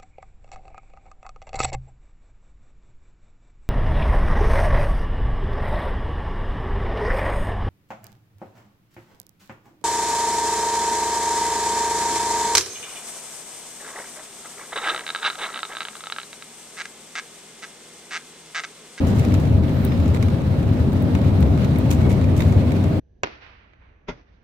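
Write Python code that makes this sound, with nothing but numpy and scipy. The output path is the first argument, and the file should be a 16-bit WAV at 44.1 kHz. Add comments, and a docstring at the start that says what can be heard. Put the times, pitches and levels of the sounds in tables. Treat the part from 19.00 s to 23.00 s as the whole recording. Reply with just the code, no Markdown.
"""Inside a bus rolling steadily along a country road, stereo microphones at a window seat.
The road shakes the body and the cabin air into a low boom and rumble, with a few thuds from bumps.
Behind that sit tyre roar through the walls, a faint engine drone and the hiss of passing air.
Loose trim knocks and chatters, parts scuff together and thin squeals come and go. Small ticks sound
close to the left microphone, and late on a thin panel buzzes to the right."""
import sys
import numpy as np
from scipy import signal
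from scipy.fft import rfft, irfft
from scipy.io import wavfile
from scipy.ndimage import uniform_filter1d

SR = 44100
rng = np.random.default_rng(int(sys.argv[2]) if len(sys.argv) > 2 else 0)


def persist_wave(psi):
    """Save psi, clipped to +-1, as 16-bit WAV."""
    counts = np.round(np.clip(psi, -1, 1) * 32767).astype(np.int16)
    wavfile.write(sys.argv[1], SR, np.atleast_2d(counts).T)


N = 176400
TIME, FREQ = np.arange(N) / SR, np.fft.rfftfreq(N, 1 / SR)
KNOCK_S = .003  # time scale of one contact of the trim

# lean of the cabin sound to the left microphone: f/Hz, left minus right/dB
CABIN_BALANCE = [(140, 2.5), (215, 0.7), (255, 1.5), (320, 1), (530, 3.5), (800, -0.6)]
# lean of the trim and panel to the left microphone: f/Hz, left minus right/dB
TRIM_BALANCE = [(1000, 9.5), (2300, -5), (3700, -8), (6000, 3), (15000, 3)]
# rise and fall of tyre roar and engine drone: t/s, gain/dB
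DRIVE_LEVEL = [(0, 3), (.6, -0.5), (1.7, -0.5), (2.4, 1.1), (3.3, 1), (4, 1.5)]
# how hard the loose fittings shake: t/s, gain/dB
SHAKE_LEVEL = [(.17, 3.5), (.55, 0), (.87, 2), (1.2, 1.5), (1.45, 0), (2.3, 1.5), (2.65, 2.5), (3.14, 3.5),
               (3.3, 0.5), (3.48, 3.5), (3.75, 1)]


def amp(db):
    """Decibels to gain."""
    return 10 ** (np.asarray(db) / 20)


def unit(x):
    """Scales to rms 1."""
    return x / np.sqrt(np.mean(x ** 2) + 1e-20)


def read(points, hz, column=1):
    """Reads a spectrum table on a log-frequency axis."""
    table = np.transpose(points)
    return np.interp(np.log(hz + 1), np.log(table[0] + 1), table[column])


def level(points):
    """Gain over time from a dB curve."""
    return amp(np.interp(TIME, *np.transpose(points)))


def add(mix, start, sound):
    """Mixes a sound in at a time in seconds."""
    part = mix[..., max(round(start * SR), 0):][..., :sound.shape[-1]]
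    part += sound[..., :part.shape[-1]]


def drift(rate_hz):
    """Random wander of rms 1, rolling off above the given rate."""
    lowpass = np.exp(-(FREQ / rate_hz) ** 2) * (FREQ > 0)
    return unit(irfft(rfft(rng.standard_normal(N)) * lowpass, N))


def swell(start, length):
    """An arch of gain that rises at the start and is gone after the length."""
    return np.sqrt(abs(np.sin(np.pi * np.clip((TIME - start) / length, 0, 1))))


def sides(db):
    """Left and right microphone gains for a left-minus-right level."""
    return amp(np.array([db, -db]) / 2)


def cabin_noise(gain):
    """Stereo noise of rms 1 with a given spectral shape, alike at both microphones in the bass."""
    # likeness of the two microphone signals: f/Hz, correlation
    likeness = [(30, 0.77), (90, 1), (160, 0.87), (270, 0.79), (450, 0.64), (740, 0.23), (1220, 0)]
    same = np.clip(read(likeness, FREQ), -1, 1)
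    left, independent = rfft(rng.standard_normal((2, N)))
    right = same * left + np.sqrt(1 - same ** 2) * independent
    return unit(irfft(np.array([left, right]) * gain * sides(read(CABIN_BALANCE, FREQ)), N))


def steadied(x, size):
    """Evens out swells longer than about size samples and keeps the quick throb."""
    power = uniform_filter1d(uniform_filter1d((x ** 2).mean(0), size), size)
    return x / np.sqrt(abs(power) + 1e-9)


def colour(x, spectrum, balance, size=2048):
    """Minimum-phase stereo filter of unit energy, so nothing sounds ahead of an attack."""
    hz = np.fft.rfftfreq(size, 1 / SR)
    log_gain = np.log(amp(read(spectrum, hz)) * sides(read(balance, hz)))
    cepstrum = irfft(log_gain)
    cepstrum[:, 1:size // 2] *= 2
    cepstrum[:, size // 2 + 1:] = 0
    taps = unit(irfft(np.exp(rfft(cepstrum)))) / np.sqrt(size)
    return signal.oaconvolve(x, taps, axes=1)[:, :N]


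def impact(contact_s, tail_db, tail_s, size=5000):
    """A short burst of contact noise that builds and dies, and its reflections in the cabin."""
    t = np.arange(size) / SR
    age = 2 * t / contact_s
    contact = age * np.exp(1 - age)
    reflections = amp(tail_db) * np.exp(-t / tail_s) * (1 - np.exp(-age))
    return rng.standard_normal((2, size)) * (contact + reflections)


def boom():
    """The uneven road excites the lowest resonances of the air around the microphones."""
    # resonances of the cabin air: f/Hz, width/Hz, relative level/dB
    air_modes = [(44.3, 6.4, -15.5), (80.2, 12.4, -0.5), (100.4, 8.4, -2.5)]
    # surges of the boom: t/s, level/dB
    surges = [(0, -18.5), (.42, -21), (.57, -14.5), (.68, -23), (.88, -25), (1.0, -17.5), (1.24, -19.5),
              (1.36, -24), (1.58, -23.5), (1.74, -17.5), (2.07, -24.5), (2.25, -19.5), (2.44, -16.5),
              (2.7, -25), (3.05, -17.5), (3.16, -24.5), (3.58, -15), (3.75, -25.5)]
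    resonance = sum(amp(db) / (1 + ((FREQ - hz) / width) ** 2) ** 1.78 for hz, width, db in air_modes)
    low_cut = 1 - np.exp(-(FREQ / 35.8) ** 4)
    return steadied(cabin_noise(resonance * low_cut), size=5000) * level(surges)


def road():
    """Rumble comes up through the floor and tyre roar in through the walls."""
    # spectrum of the shaking floor and body: f/Hz, relative level/dB
    rumble_spectrum = [(27, -36), (42, -26), (60, -3), (85, -12.5), (110, 1), (135, 2.5), (165, -1),
                       (186, -2.5), (203, -0.5), (225, -5), (247, -1), (268, -5), (295, -5.5), (335, -12.5),
                       (420, -21), (700, -30), (2000, -65.5)]
    # rise and fall of the rumble as the surface changes: t/s, gain/dB
    surface = [(0, 1.5), (.7, -0.5), (1.45, -1.5), (2.47, 1.3), (3.2, 1), (4, -.5)]
    # spectrum of the tyres from inside: f/Hz, relative level/dB
    roar_spectrum = [(100, -3), (280, -33), (370, 1), (450, -2.5), (535, 1.5), (590, -1), (640, -2),
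                     (745, -7), (850, -7), (1100, -13), (1500, -23), (2200, -35.5), (12000, -76)]
    rumble = amp(-19) * steadied(cabin_noise(amp(read(rumble_spectrum, FREQ))), size=6000)
    roar = amp(-32) * steadied(cabin_noise(amp(read(roar_spectrum, FREQ))), size=6000)
    return rumble * level(surface) + roar * level(DRIVE_LEVEL)


def engine(speed_wander=.0124, waver=.3):
    """A few faint engine orders wander together in pitch, each wavering in strength."""
    # engine orders: f/Hz, level/dB
    orders = [(92, -28.5), (393, -42), (535, -48.5), (635, -47)]
    speed = 1 + speed_wander * drift(2.78)
    drone = np.zeros((2, N))
    for hz, db in orders:
        strength = amp(db) * np.sqrt(2) * (1 + waver * drift(5.8))
        cycles = np.cumsum(hz * speed) / SR + rng.random()
        drone += sides(read(CABIN_BALANCE, hz))[:, None] * strength * np.sin(2 * np.pi * cycles)
    return drone * level(DRIVE_LEVEL)


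def air(hiss_db=-43, flicker_db=1.27, patch_db=1):
    """Passing air hisses, flickering slightly and rising with the shake of the fittings."""
    # spectrum of the hiss at each microphone: f/Hz, relative level left/dB, right/dB
    hiss_spectrum = [(494, -43, -20), (1235, 7.5, 4.5), (2140, 0, 4), (3430, -3, -2), (4010, -4.5, -.5),
                     (4850, -8, -8.5), (7600, -15.5, -16.5), (9100, -14, -15), (9900, -20, -20),
                     (12800, -15.5, -23), (15600, -17.5, -51)]
    gain = amp([read(hiss_spectrum, FREQ, column=1), read(hiss_spectrum, FREQ, column=2)])
    noise = irfft(rfft(rng.standard_normal((2, N))) * gain, N)
    frames = signal.stft(noise, nperseg=512)[2]
    patches = rng.standard_normal(frames.shape[1:])  # louder and softer spots in frequency and time
    patches = unit(uniform_filter1d(uniform_filter1d(patches, size=9, axis=0), size=9, axis=1))
    hiss = signal.istft(frames * amp(patch_db * patches), nperseg=512)[1][:, :N]
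    return amp(hiss_db + flicker_db * drift(26)) * level(SHAKE_LEVEL) ** .79 * unit(hiss)


def chatter(taps_per_s=100, spread_db=8.5, chatter_db=-54):
    """Shaking trim makes faint random taps, each a dying burst of noise."""
    onsets = rng.random(N) < taps_per_s / SR
    taps = onsets * amp(spread_db * np.minimum(rng.exponential(1, N), 3))
    contact = signal.lfilter([1], [1, -np.exp(-1 / (KNOCK_S * SR))], taps)
    return amp(chatter_db) * level(SHAKE_LEVEL) * unit(contact * rng.standard_normal((2, N)))


def trim_ring(spread_db=1.2, detune=.04, size=6000):
    """Struck trim rings hollow, in a slightly different blend and tuning at every blow."""
    # modes of the trim: f/Hz, relative level/dB, t60/s
    modes = [(935, -5, 0.068), (1172, -11, .05), (1750, -10, 0.019), (2180, -1, .022), (2620, -9, .028),
             (3720, -9.5, 0.042)]
    t = np.arange(size) / SR
    ring = np.zeros((2, size))
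    for hz, db, t60 in modes:
        fade = amp(db + spread_db * rng.standard_normal()) * np.exp(-np.log(1000) * t / t60)
        pitch = hz * (1 + detune * rng.standard_normal())
        tone = np.sin(2 * np.pi * (pitch * t + rng.random((2, 1))))
        ring += sides(read(TRIM_BALANCE, hz))[:, None] * fade * tone
    return ring * (1 - np.exp(-2 * t / KNOCK_S))


def trim(treble_hz=4150):
    """Loose trim, jolted by the road, knocks with a clack and a ring over its own faint chatter."""
    # knocks of the trim: t/s, level/dB, extra treble/dB
    knocks = [(0.2484, -33.5, 3.5), (.32, -37, 0), (0.3395, -32, 7), (.348, -35, -1), (.92, -33.5, -7),
              (1.078, -39, 6), (1.1453, -33, 0), (1.162, -33, -6), (1.2253, -29.5, 3.5), (1.284, -37.5, 0),
              (2.15, -27, -4), (2.4254, -35, 1), (2.645, -34, 2.5), (2.911, -30, 6), (2.924, -34, 1),
              (3.105, -33.5, -4), (3.241, -35, 0), (3.392, -36, -12), (3.404, -25.5, -2),
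              (3.4198, -29, 0.5), (3.5234, -38.5, 6), (3.7184, -33.5, 2.5), (3.839, -34.5, 1)]
    # spectrum of the clack: f/Hz, relative level/dB
    clack_spectrum = [(300, -48), (1100, 4), (1700, -3), (2250, 3.5), (3100, -10.5), (3700, -4.5),
                      (4600, -11), (7000, -12), (10500, -20.5), (13000, -18), (16000, -31)]
    clacks = chatter()
    rings = np.zeros((2, N))
    for start, db, treble_db in knocks:
        hit = impact(KNOCK_S, tail_db=-13, tail_s=.018)
        shelf = 1 - np.exp(-(np.fft.rfftfreq(hit.shape[1], 1 / SR) / treble_hz) ** 4)
        add(clacks, start, irfft(rfft(hit) * amp(db + treble_db * shelf)))
        add(rings, start, amp(db - .4 * treble_db) * trim_ring())  # dull knocks ring more
    return colour(clacks, clack_spectrum, TRIM_BALANCE) + rings


def scuffs(rise_s=.0033, fade_db=-13, grain_db=3.6):
    """Parts rub together in short grainy strokes that start quickly and fade."""
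    # rubs: t/s, time to fall by fade_db/s, level/dB
    rubs = [(0.067, 0.044, -37), (0.146, 0.14, -46.5), (0.186, 0.015, -40), (0.395, 0.081, -45.5),
            (1.136, .04, -42.5), (2.9037, 0.028, -26), (3.093, 0.063, -43.5), (3.362, 0.078, -41),
            (3.47, 0.11, -50.5)]
    # spectrum of the rubbing: f/Hz, relative level/dB
    rub_spectrum = [(500, -48), (1500, -5), (2700, 4.5), (4500, -1), (7000, 5.5), (10700, -4),
                    (13000, -1.5), (16000, -12)]
    # lean of the rubbing to the left microphone: f/Hz, left minus right/dB
    rub_balance = [(2000, -7), (7000, 0.5), (15000, 8)]
    t = np.arange(SR // 2) / SR
    envelope = np.zeros(N)
    for start, length, db in rubs:
        add(envelope, start, np.minimum(t / rise_s, 1) * amp(db + fade_db * t / length))
    grain = unit(amp(grain_db * drift(240)))
    return colour(envelope * grain * rng.standard_normal((2, N)), rub_spectrum, rub_balance)


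def squeals(sag_hz_per_s=1100):
    """Faint unsteady whistles left of centre swell, sag in pitch and die away."""
    # thin whistles: t/s, length/s, starting f/Hz, width of the pitch jitter/Hz, level/dB
    whistles = [(.69, .24, 14200, 1500, -57), (0.868, .105, 5170, 60, -54), (1.0, .048, 5110, 60, -61)]
    out = np.zeros(N)
    for start, length, hz, width, db in whistles:
        pitch = hz - sag_hz_per_s * (TIME - start) + width / 2 * drift(width)
        out += amp(db) * swell(start, length) * np.sin(2 * np.pi * np.cumsum(pitch) / SR)
    return out * sides(db=4)[:, None]


def ticks(left_db=12):
    """Tiny bright contacts click close to the left microphone."""
    # close clicks: t/s, level/dB
    clicks = [(.8493, -24.5), (1.932, -38), (2.023, -34), (2.406, -33), (2.7855, -28), (3.41, -36)]
    # spectrum of a click: f/Hz, relative level/dB
    click_spectrum = [(1000, -24), (3800, 0), (5000, -16), (7000, -18), (8500, -2.5), (10500, -10),
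                      (12500, 0.5), (16000, -0.5)]
    out = np.zeros((2, N))
    for start, db in clicks:
        add(out, start, amp(db) * impact(contact_s=.0011, tail_db=-12.5, tail_s=.0099))
    return colour(out, click_spectrum, balance=[(1, left_db)])


def bumps(rise_s=.023):
    """The wheels jolt over bumps, each a short low thud in the cabin."""
    # jolts of the wheels: t/s, level at the crest/dB
    jolts = [(2.409, -19.5), (3.043, -15.5), (3.528, -19.5)]
    # spectrum of the thud: f/Hz, relative level/dB
    thud_spectrum = [(30, -36), (80, -3), (550, -21.5), (4000, -80)]
    envelope = np.zeros(N)
    for start, db in jolts:
        age = np.maximum(TIME - start, 0) / rise_s
        envelope += amp(db) * age * np.exp(1 - age)
    return envelope * steadied(cabin_noise(amp(read(thud_spectrum, FREQ))), size=1500)


def panel(resonance_hz=2210, width_hz=90):
    """A thin panel to the right of the microphones buzzes at its resonance in short spells."""
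    # spells of buzzing: t/s, length/s, level/dB
    spells = [(2.966, 0.22, -47), (3.447, 0.31, -54)]
    buzz = cabin_noise(1 / (1 + (2 * (FREQ - resonance_hz) / width_hz) ** 2))
    strength = sum(amp(db) * swell(start, length) for start, length, db in spells)
    return strength * buzz * sides(read(TRIM_BALANCE, resonance_hz))[:, None]


def scene():
    """Everything that reaches the microphones at the window seat."""
    ride = boom() + road() + bumps() + engine() + air()
    fittings = trim() + panel() + ticks() + scuffs() + squeals()
    return ride + fittings


def record(dry):
    """Soft ends and the recorder's band limit."""
    fade_s, edge_hz = .008, 15800
    to_nearest_end = np.minimum(TIME, TIME[::-1])
    ends = np.sin(np.pi / 2 * np.minimum(to_nearest_end / fade_s, 1)) ** 2
    lowpass = signal.firwin(511, edge_hz, window=("kaiser", 9), fs=SR)
    return signal.oaconvolve(dry * ends, lowpass[None], "same")


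dry = scene()
out = record(dry)
persist_wave(out)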